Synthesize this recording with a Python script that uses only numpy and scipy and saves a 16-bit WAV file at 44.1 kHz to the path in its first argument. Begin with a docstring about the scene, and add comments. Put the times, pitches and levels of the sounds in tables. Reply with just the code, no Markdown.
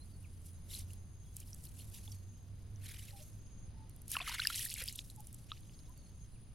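"""Wet net over a calm river

Close to a stereo microphone, a wet net sheds water: spray patters, bubbles pop and single drops
plink, most of all when the net is flicked. Insects sing on the bank, and birds whistle and coo
faintly across the water. Far off, an engine hums over a low rumble."""
import sys
import numpy as np
from scipy import signal
from scipy.fft import rfft, irfft, next_fast_len
from scipy.io import wavfile
from scipy.ndimage import uniform_filter1d, map_coordinates

SR = 44100
rng = np.random.default_rng(int(sys.argv[2]) if len(sys.argv) > 2 else 0)


def to_wav(s):
    """Save 16-bit WAV."""
    ch = np.atleast_2d(s).T  # columns
    pcm = np.round(np.clip(ch, -1, 1) * 32767)  # PCM
    wavfile.write(sys.argv[1], SR, pcm.astype(np.int16))


N = 288414

# rumble, far hiss and faint insect bands: frequency_hz, relative_db
AIR_SPECTRUM = [(30, 0), (54, 2.5), (110, -2), (165, -8), (470, -26.5), (900, -32), (1600, -36),
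                (4600, -40), (5050, -34.5), (5500, -57), (6500, -29.5), (7300, -76), (13500, -51),
                (16000, -52)]
# how alike the air is left and right: frequency_hz, correlation
AIR_LIKENESS = [(60, 0.7), (120, 0.96), (950, 0.63), (3770, 0.48), (7500, 0)]
# far engine: time_s, pitch_hz, level_db
ENGINE_HUM = [(0, 87, -53), (.8, 91, -48), (1.3, 94, -55), (2, 97, -46), (2.4, 98, -53.5), (2.8, 99, -47.5),
              (3.4, 105, -58), (6.54, 110, -58)]
# whistles and coos: start_s, length_s, first_hz, last_hz, relative_db
BIRD_NOTES = [(0.002, 0.038, 4000, 4200, -62.5), (0.088, 0.097, 5000, 4300, -71.5),
              (0.24, 0.021, 3120, 2140, -62), (1.18, 0.167, 3160, 3400, -74),
              (2.087, 0.12, 4830, 4300, -67), (3.093, 0.071, 559, 576, -65.5),
              (3.129, 0.074, 822, 783, -57), (3.193, 0.036, 597, 610, -60.5), (3.738, 0.14, 890, 876, -60),
              (5.17, 0.043, 914, 827, -58.5), (5.878, 0.04, 910, 1030, -63), (5.957, 0.13, 4700, 4250, -67),
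              (5.979, 0.071, 565, 552, -65), (6.354, 0.017, 3230, 2200, -61.5)]
# cicada buzz: time_s, level_db
CICADA_LEVEL = [(0, -69), (2.5, -77.5), (4, -72), (6.54, -72.5)]
# cricket phrases: start_s, end_s, final_db
CRICKET_PHRASES = [(0.527, 1.353, -64), (1.924, 2.43, -61.5), (3.221, 3.658, -61), (5.522, 6.24, -63.5)]
# droplets that trap no bubble: start_s, relative_db
DROPLET_TICKS = [(0.9327, -41), (1.3667, -29.5), (1.4008, -35.5), (1.5439, -38.5), (1.6378, -40),
                 (1.8986, -45), (3.8947, -43.5), (3.9614, -47), (4.0178, -41.5), (4.0801, -34.5),
                 (4.116, -21), (4.4714, -17.5), (4.557, -26), (4.592, -29), (4.651, -25.5), (4.6935, -34),
                 (4.7062, -32), (4.7184, -37), (4.7274, -34), (4.7381, -25), (4.7661, -37), (4.8212, -30),
                 (4.8372, -27), (4.858, -33), (4.8776, -32), (4.9258, -34.5), (4.9574, -31), (4.961, -37),
                 (5.1005, -39.5), (5.1597, -43), (5.204, -40.5), (5.2697, -36), (5.3268, -40.5),
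                 (5.3438, -37.5), (5.6053, -50.5), (5.893, -50), (5.975, -48)]
# drop craters snapping shut: start_s, peak_db, first_hz
CRATER_SNAPS = [(2.901, -43.5, 4270), (4.295, -32.5, 5400), (4.687, -37, 4000), (4.701, -31.5, 4300),
                (4.879, -34, 2800), (4.9903, -28.5, 3140), (5.507, -45, 2960), (5.5177, -29, 3170),
                (5.572, -53.5, 2380), (5.579, -55, 4100), (5.633, -57, 3600), (5.695, -53.5, 2560),
                (5.791, -49.5, 4200)]
# drops that trap a bubble: start_s, level_db, pitch_hz
BUBBLE_DROPS = [(0.75, -36, 4030), (0.905, -55, 2750), (1.428, -57, 2930), (1.531, -41.5, 5660),
                (1.67, -49.5, 4260), (1.798, -52, 2900), (2.077, -45, 3430), (2.08, -58.5, 820),
                (2.119, -40, 5630), (2.76, -51, 6000), (2.97, -45.5, 5870), (2.994, -50, 2900),
                (3.085, -52, 2620), (3.107, -47, 4100), (4.148, -36.5, 1690), (4.153, -37, 1340),
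                (4.167, -28, 2730), (4.167, -34.5, 1060), (4.202, -40, 1030), (4.206, -31.5, 2560),
                (4.211, -44, 674), (4.216, -33.5, 3470), (4.276, -37, 1225), (4.294, -42.5, 906),
                (4.315, -44.5, 1010), (4.342, -49, 950), (4.383, -36, 2140), (4.395, -30, 1470),
                (4.4, -24.5, 4010), (4.419, -31, 2850), (4.424, -49, 1240), (4.45, -30, 4800),
                (4.453, -31.5, 1720), (4.471, -27.5, 2730), (4.471, -18.5, 4930), (4.501, -33.5, 1337),
                (4.544, -32, 4030), (4.593, -29, 5700), (4.595, -40, 1860), (4.661, -43, 1820),
                (4.714, -45, 2850), (4.761, -43.5, 2220), (4.776, -48, 2050), (4.784, -35.5, 4080),
                (4.817, -50, 484), (4.885, -28.5, 4830), (5.1, -45, 3980), (5.517, -40, 1210)]
# hiss of fine spray: frequency_hz, relative_db
SPRAY_SPECTRUM = [(1500, -18.5), (5000, -1), (8000, -3), (11000, 10), (13000, 0), (15800, -32)]
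# steady dripping between splashes: time_s, relative_spray_db, relative_bubbling_db
DRIPPING = [(0, -76.5, -84), (1.15, -83.5, -87.5), (1.5, -67.5, -78.5), (2.1, -70.5, -83), (2.35, -84, -85),
            (2.8, -81, -84), (3.25, -67, -80), (3.6, -97, -85.5), (5.1, -69, -78), (5.7, -80, -79),
            (6.54, -89, -85)]
# tugs and flicks of the net: start_s, hold_s, relative_spray_db, relative_bubbling_db, pitch_hz
NET_SPLASHES = [(0.46, 0.0093, -63.5, -77.5, 3770), (0.715, 0.078, -55, -59, 3700),
                (0.9, 0.039, -69, -75, 3850), (1.373, 0.034, -65, -71, 3470), (1.64, 0.017, -65, -74, 3900),
                (1.787, 0.019, -62.5, -69, 3390), (1.937, 0.038, -60, -64.5, 3440),
                (2.01, 0.13, -66.5, -75, 3800), (2.841, 0.11, -59.5, -61, 2570),
                (2.991, 0.11, -63.5, -65.5, 3090), (3.178, 0.029, -63, -65.5, 3120),
                (4.126, 0.013, -46.5, -55.5, 3570), (4.134, 0.089, -65.5, -56, 1940),
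                (4.266, 0.083, -54, -48.5, 2330), (4.395, 0.025, -54.5, -49, 2730),
                (4.446, 0.071, -53.5, -52.5, 2850), (4.541, 0.086, -52, -51.5, 3220),
                (4.599, 0.066, -48, -56, 3470), (4.715, 0.023, -58.5, -54, 3810),
                (4.786, 0.021, -51, -49.5, 2330), (4.87, 0.024, -57, -55.5, 3840),
                (4.953, 0.04, -67, -60, 4380), (5.483, 0.076, -79, -69.5, 3200)]
# narrow dip in the treble: frequency_hz, gain_db
TREBLE_DIP = [(13300, -0.5), (14600, -25), (15000, -2)]

RISE_DB_PER_S, FALL_DB_PER_S, BUBBLE_LAG_S = 435, 383, 0.0063  # shape of a splash
SMACK_DB, SMACK_DB_PER_OCTAVE = -4.5, -13.5  # against a 1 kHz ring; smaller drops smack more softly
DRIP_HZ, TOP_HZ = 3850, 16000


def amp(db):
    return 10 ** (np.asarray(db) / 20)


def unit_rms(x):
    return x / np.sqrt(np.mean(x ** 2) + 1e-20)


def along(points, hz):
    """Read (frequency_hz, value) points on a log axis."""
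    frequencies, values = np.transpose(points)
    return np.interp(np.log(hz + 1), np.log(frequencies + 1), values)


def curves(rows):
    """One value per sample for each column after the time."""
    times, *columns = np.transpose(rows)
    return [np.interp(np.arange(N) / SR, times, column) for column in columns]


def wobble(rate):
    """A smooth random curve, rate knots a second."""
    return map_coordinates(rng.standard_normal(int(N * rate / SR) + 4), [np.arange(N) * rate / SR])


def tone(hz):
    return np.sin(2 * np.pi * np.cumsum(hz) / SR)


def filtered(x, response):
    """Shape x by a gain that depends on frequency."""
    size = next_fast_len(N + 8192)
    return irfft(rfft(x, size) * response(np.fft.rfftfreq(size, 1 / SR)), size)[..., :N]


def scattered(x, t60_s=0.13):
    """Echoes off leaves and water blur a sound, differently left and right."""
    echo = rng.standard_normal((2, SR // 4)) * amp(-60 * np.arange(SR // 4) / SR / t60_s)
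    return signal.fftconvolve(x[None], echo / np.linalg.norm(echo[0]), axes=1)[:, :N]


def blips(start_s, gain, hz, cycles, rise, samples):
    """Damped sines that fade 60 dB over their cycles while the pitch climbs by the share rise."""
    turns = np.arange(samples) / SR * hz[:, None]
    life = turns / np.reshape(cycles, (-1, 1))
    onset = 1 - np.exp(-(turns / np.minimum(hz[:, None] / 1150, 1.6)) ** 2)
    wave = np.sin(2 * np.pi * turns * (1 + rise * np.minimum(life, 1) / 2)) * amp(-60 * life) * onset
    wave *= (gain / np.abs(wave).max(axis=1))[:, None]
    at = np.round(start_s * SR).astype(int)[:, None] + np.arange(samples)
    return np.bincount(at.ravel(), wave.ravel(), N + SR)[:N]


def patter(count, hz, octaves, cycles, scatter_db, samples):
    """Random watery grains around the pitch curve hz; those below it are softer."""
    start_s = rng.uniform(0, (N - 1) / SR, count)
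    height, length, strength = rng.standard_normal((count, 3)).T
    pitch = np.clip(hz[(start_s * SR).astype(int)] * 2 ** (octaves * np.clip(height, -2, 3)), 300, 15500)
    gain = amp(scatter_db * np.minimum(strength, 2) + 1.16 * np.minimum(height, 0))
    ring_cycles = np.minimum(cycles * np.exp(1.64 * length), 2 * samples * pitch / SR)
    return unit_rms(blips(start_s, gain, pitch, ring_cycles, rise=0.32, samples=samples))


def air():
    """Distant rumble and hiss swell gently, near the centre in the bass and wide in the treble."""
    def response(hz):
        width = np.arccos(np.clip(along(AIR_LIKENESS, hz), -1, 1)) / 2
        return amp(along(AIR_SPECTRUM, hz)) * [np.cos(width), np.sin(width)]
    mid, side = filtered(rng.standard_normal((2, N)), response)
    return amp(-52 + 0.7 * wobble(2.5)) * unit_rms(np.array([mid + side, mid - side]))


def engine():
    """A far engine hums one unsteady tone, a little to the right."""
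    hz, db = curves(ENGINE_HUM)
    return amp(db + 2.5 * wobble(8)) * tone(hz + 3.5 * wobble(14)) * amp([[-1.8], [1.5]])


def birds():
    """Soft notes glide to their last pitch and waver on the way across the water."""
    song = np.zeros(N + SR)
    drift = 1 + 0.003 * wobble(40) + 0.007 * wobble(200)
    for start_s, length_s, first_hz, last_hz, db in BIRD_NOTES:
        progress = np.linspace(0, 1, round(length_s * SR))
        span = round(start_s * SR) + np.arange(len(progress))
        hz = (first_hz + (last_hz - first_hz) * progress ** 0.6) * drift[span]
        song[span] += amp(db) * np.sin(np.pi * progress) ** 0.4 * tone(hz)
    song = song[:N] * amp(2.2 * wobble(30) + 3 * wobble(150))
    return 0.6 * song + 0.25 * scattered(song)


def cicada():
    """A cicada on the bank buzzes in a narrow, fluttering band near 10 kHz."""
    band = filtered(rng.standard_normal((2, N)), lambda hz: np.exp(-((hz - 9820) / 430) ** 2))
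    return unit_rms(band) * amp(curves(CICADA_LEVEL)[0] + 1.6 * wobble(15) + 2.14 * wobble(120))


def cricket(chirps_per_s=17):
    """A cricket on the bank repeats falling chirps in swelling phrases, blurred by echoes."""
    song = np.zeros(N)
    for start_s, end_s, final_db in CRICKET_PHRASES:
        t = np.arange(round((end_s - start_s) * SR)) / SR
        chirp_phase = (chirps_per_s * (t - t[-1]) + 0.09 * wobble(12)[:len(t)]) % 1
        swell = amp(final_db - 5 * (1 - t / t[-1]) + 2.8 * wobble(13)[:len(t)])
        chirps = np.sin(np.pi * chirp_phase ** 1.5) * tone(6900 - 750 * chirp_phase)
        song[round(start_s * SR):][:len(t)] += swell * chirps
    return scattered(song)


def ticks():
    """Droplets hit the surface just right of centre, each a cluster of five high blips within 3 ms."""
    start_s, db = np.transpose(DROPLET_TICKS)
    clusters = np.zeros(N)
    for band in range(5):
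        delay, detune = rng.uniform(0, 1, (2, len(db)))
        gain = amp(db - 1.5 - 2.1 * (3 - band) ** 2)
        hz = 4200 + 1900 * (band + detune)
        clusters += blips(start_s + delay / 330, gain, hz, cycles=14, rise=0.047, samples=200)
    return clusters * amp([[-0.6], [0.6]])


def snaps():
    """A drop's crater snaps shut with a short rising chirp."""
    start_s, db, hz = np.transpose(CRATER_SNAPS)
    return blips(start_s, amp(db), hz, cycles=12, rise=0.7, samples=300)


def plinks():
    """Each drop smacks the surface briefly, and the bubble it traps rings on."""
    start_s, db, hz = np.transpose(BUBBLE_DROPS)
    ring = blips(start_s, amp(db), hz, cycles=36 * (hz / 1e3) ** 0.15,
                 rise=230 / hz[:, None], samples=2400)
    ring *= amp(2 * wobble(250))
    smack_gain = amp(db + SMACK_DB + SMACK_DB_PER_OCTAVE * np.log2(hz / 1e3))
    smack = np.zeros(N)
    for band_hz in (2400, 3300, 4500):
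        smack_hz = band_hz * 2 ** rng.normal(0, 0.15, len(db))
        smack += blips(start_s, smack_gain, smack_hz, cycles=20, rise=0.1, samples=500)
    return ring + smack


def spray():
    """Fine spray lands as short bright grains in a hiss."""
    grains = patter(count=7000, hz=np.full(N, 9500), octaves=0.457, cycles=16.5, scatter_db=4, samples=128)
    hiss = filtered(rng.standard_normal(N), lambda hz: amp(along(SPRAY_SPECTRUM, hz)))
    return grains + 1.1 * unit_rms(hiss)


def wash(pitch):
    """Countless bubbles blur into patchy noise in a wide band that follows their pitch."""
    hz, t, spectrum = signal.stft(rng.standard_normal(N), SR, nperseg=256)
    centre_hz = pitch[np.minimum(t * SR, N - 1).astype(int)]
    octaves = np.log2((hz[:, None] + 1) / centre_hz)
    patches = uniform_filter1d(rng.standard_normal(spectrum.shape), size=2, axis=0)
    patches = uniform_filter1d(patches, size=4, axis=1)
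    gain_db = 6.5 * unit_rms(patches) - np.where(octaves < 0, 15, 3.5) * octaves ** 2
    return unit_rms(signal.istft(spectrum * amp(gain_db), SR, nperseg=256)[1][:N])


def bubbles(pitch):
    """Bubbles pop in a slightly wide wash, longer and lower than the spray."""
    pops = patter(count=6000, hz=pitch, octaves=0.45, cycles=24, scatter_db=3, samples=330)
    return pops + 1.25 * wash(pitch) + amp(-15) * np.outer([1, -1], wash(pitch))


def flow():
    """Splashes rise, hold and fall over the dripping; bubbles lag, and the loudest lead the pitch."""
    start_s, hold_s, spray_db, bubble_db, hz = np.transpose(NET_SPLASHES)[:, :, None]
    def splash_power(db, t):
        before_s, after_s = np.maximum(start_s - t, 0), np.maximum(t - start_s - hold_s, 0)
        return amp(db - RISE_DB_PER_S * before_s - FALL_DB_PER_S * after_s) ** 2
    t = np.arange(N) / SR
    drip_spray, drip_bubbles = amp(curves(DRIPPING)) ** 2
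    spray_power = splash_power(spray_db, t).sum(axis=0) + drip_spray
    splash_bubbles = splash_power(bubble_db, t - BUBBLE_LAG_S)
    bubble_power = splash_bubbles.sum(axis=0) + drip_bubbles
    pitch = ((splash_bubbles * hz).sum(axis=0) + drip_bubbles * DRIP_HZ) / bubble_power
    return np.sqrt(spray_power), np.sqrt(bubble_power), pitch


def net():
    """Close up, water falls from the net in clumps, raising spray and bubbles."""
    spray_gain, bubble_gain, pitch = flow()
    clumps = amp(2.8 * wobble(110))
    mid, side = spray(), amp(-7) * spray()  # spray lands all around, so left and right differ
    return (np.array([mid + side, mid - side]) * spray_gain + bubbles(pitch) * bubble_gain) * clumps


def scene():
    """The far background, the life on the bank and the water at the microphone."""
    return air() + engine() + birds() + cicada() + cricket() + ticks() + snaps() + plinks() + net()


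def record(dry):
    """A narrow treble dip, then nothing above the band limit."""
    return filtered(dry, lambda hz: amp(along(TREBLE_DIP, hz)) * (hz < TOP_HZ))


dry = scene()
out = record(dry)
to_wav(out)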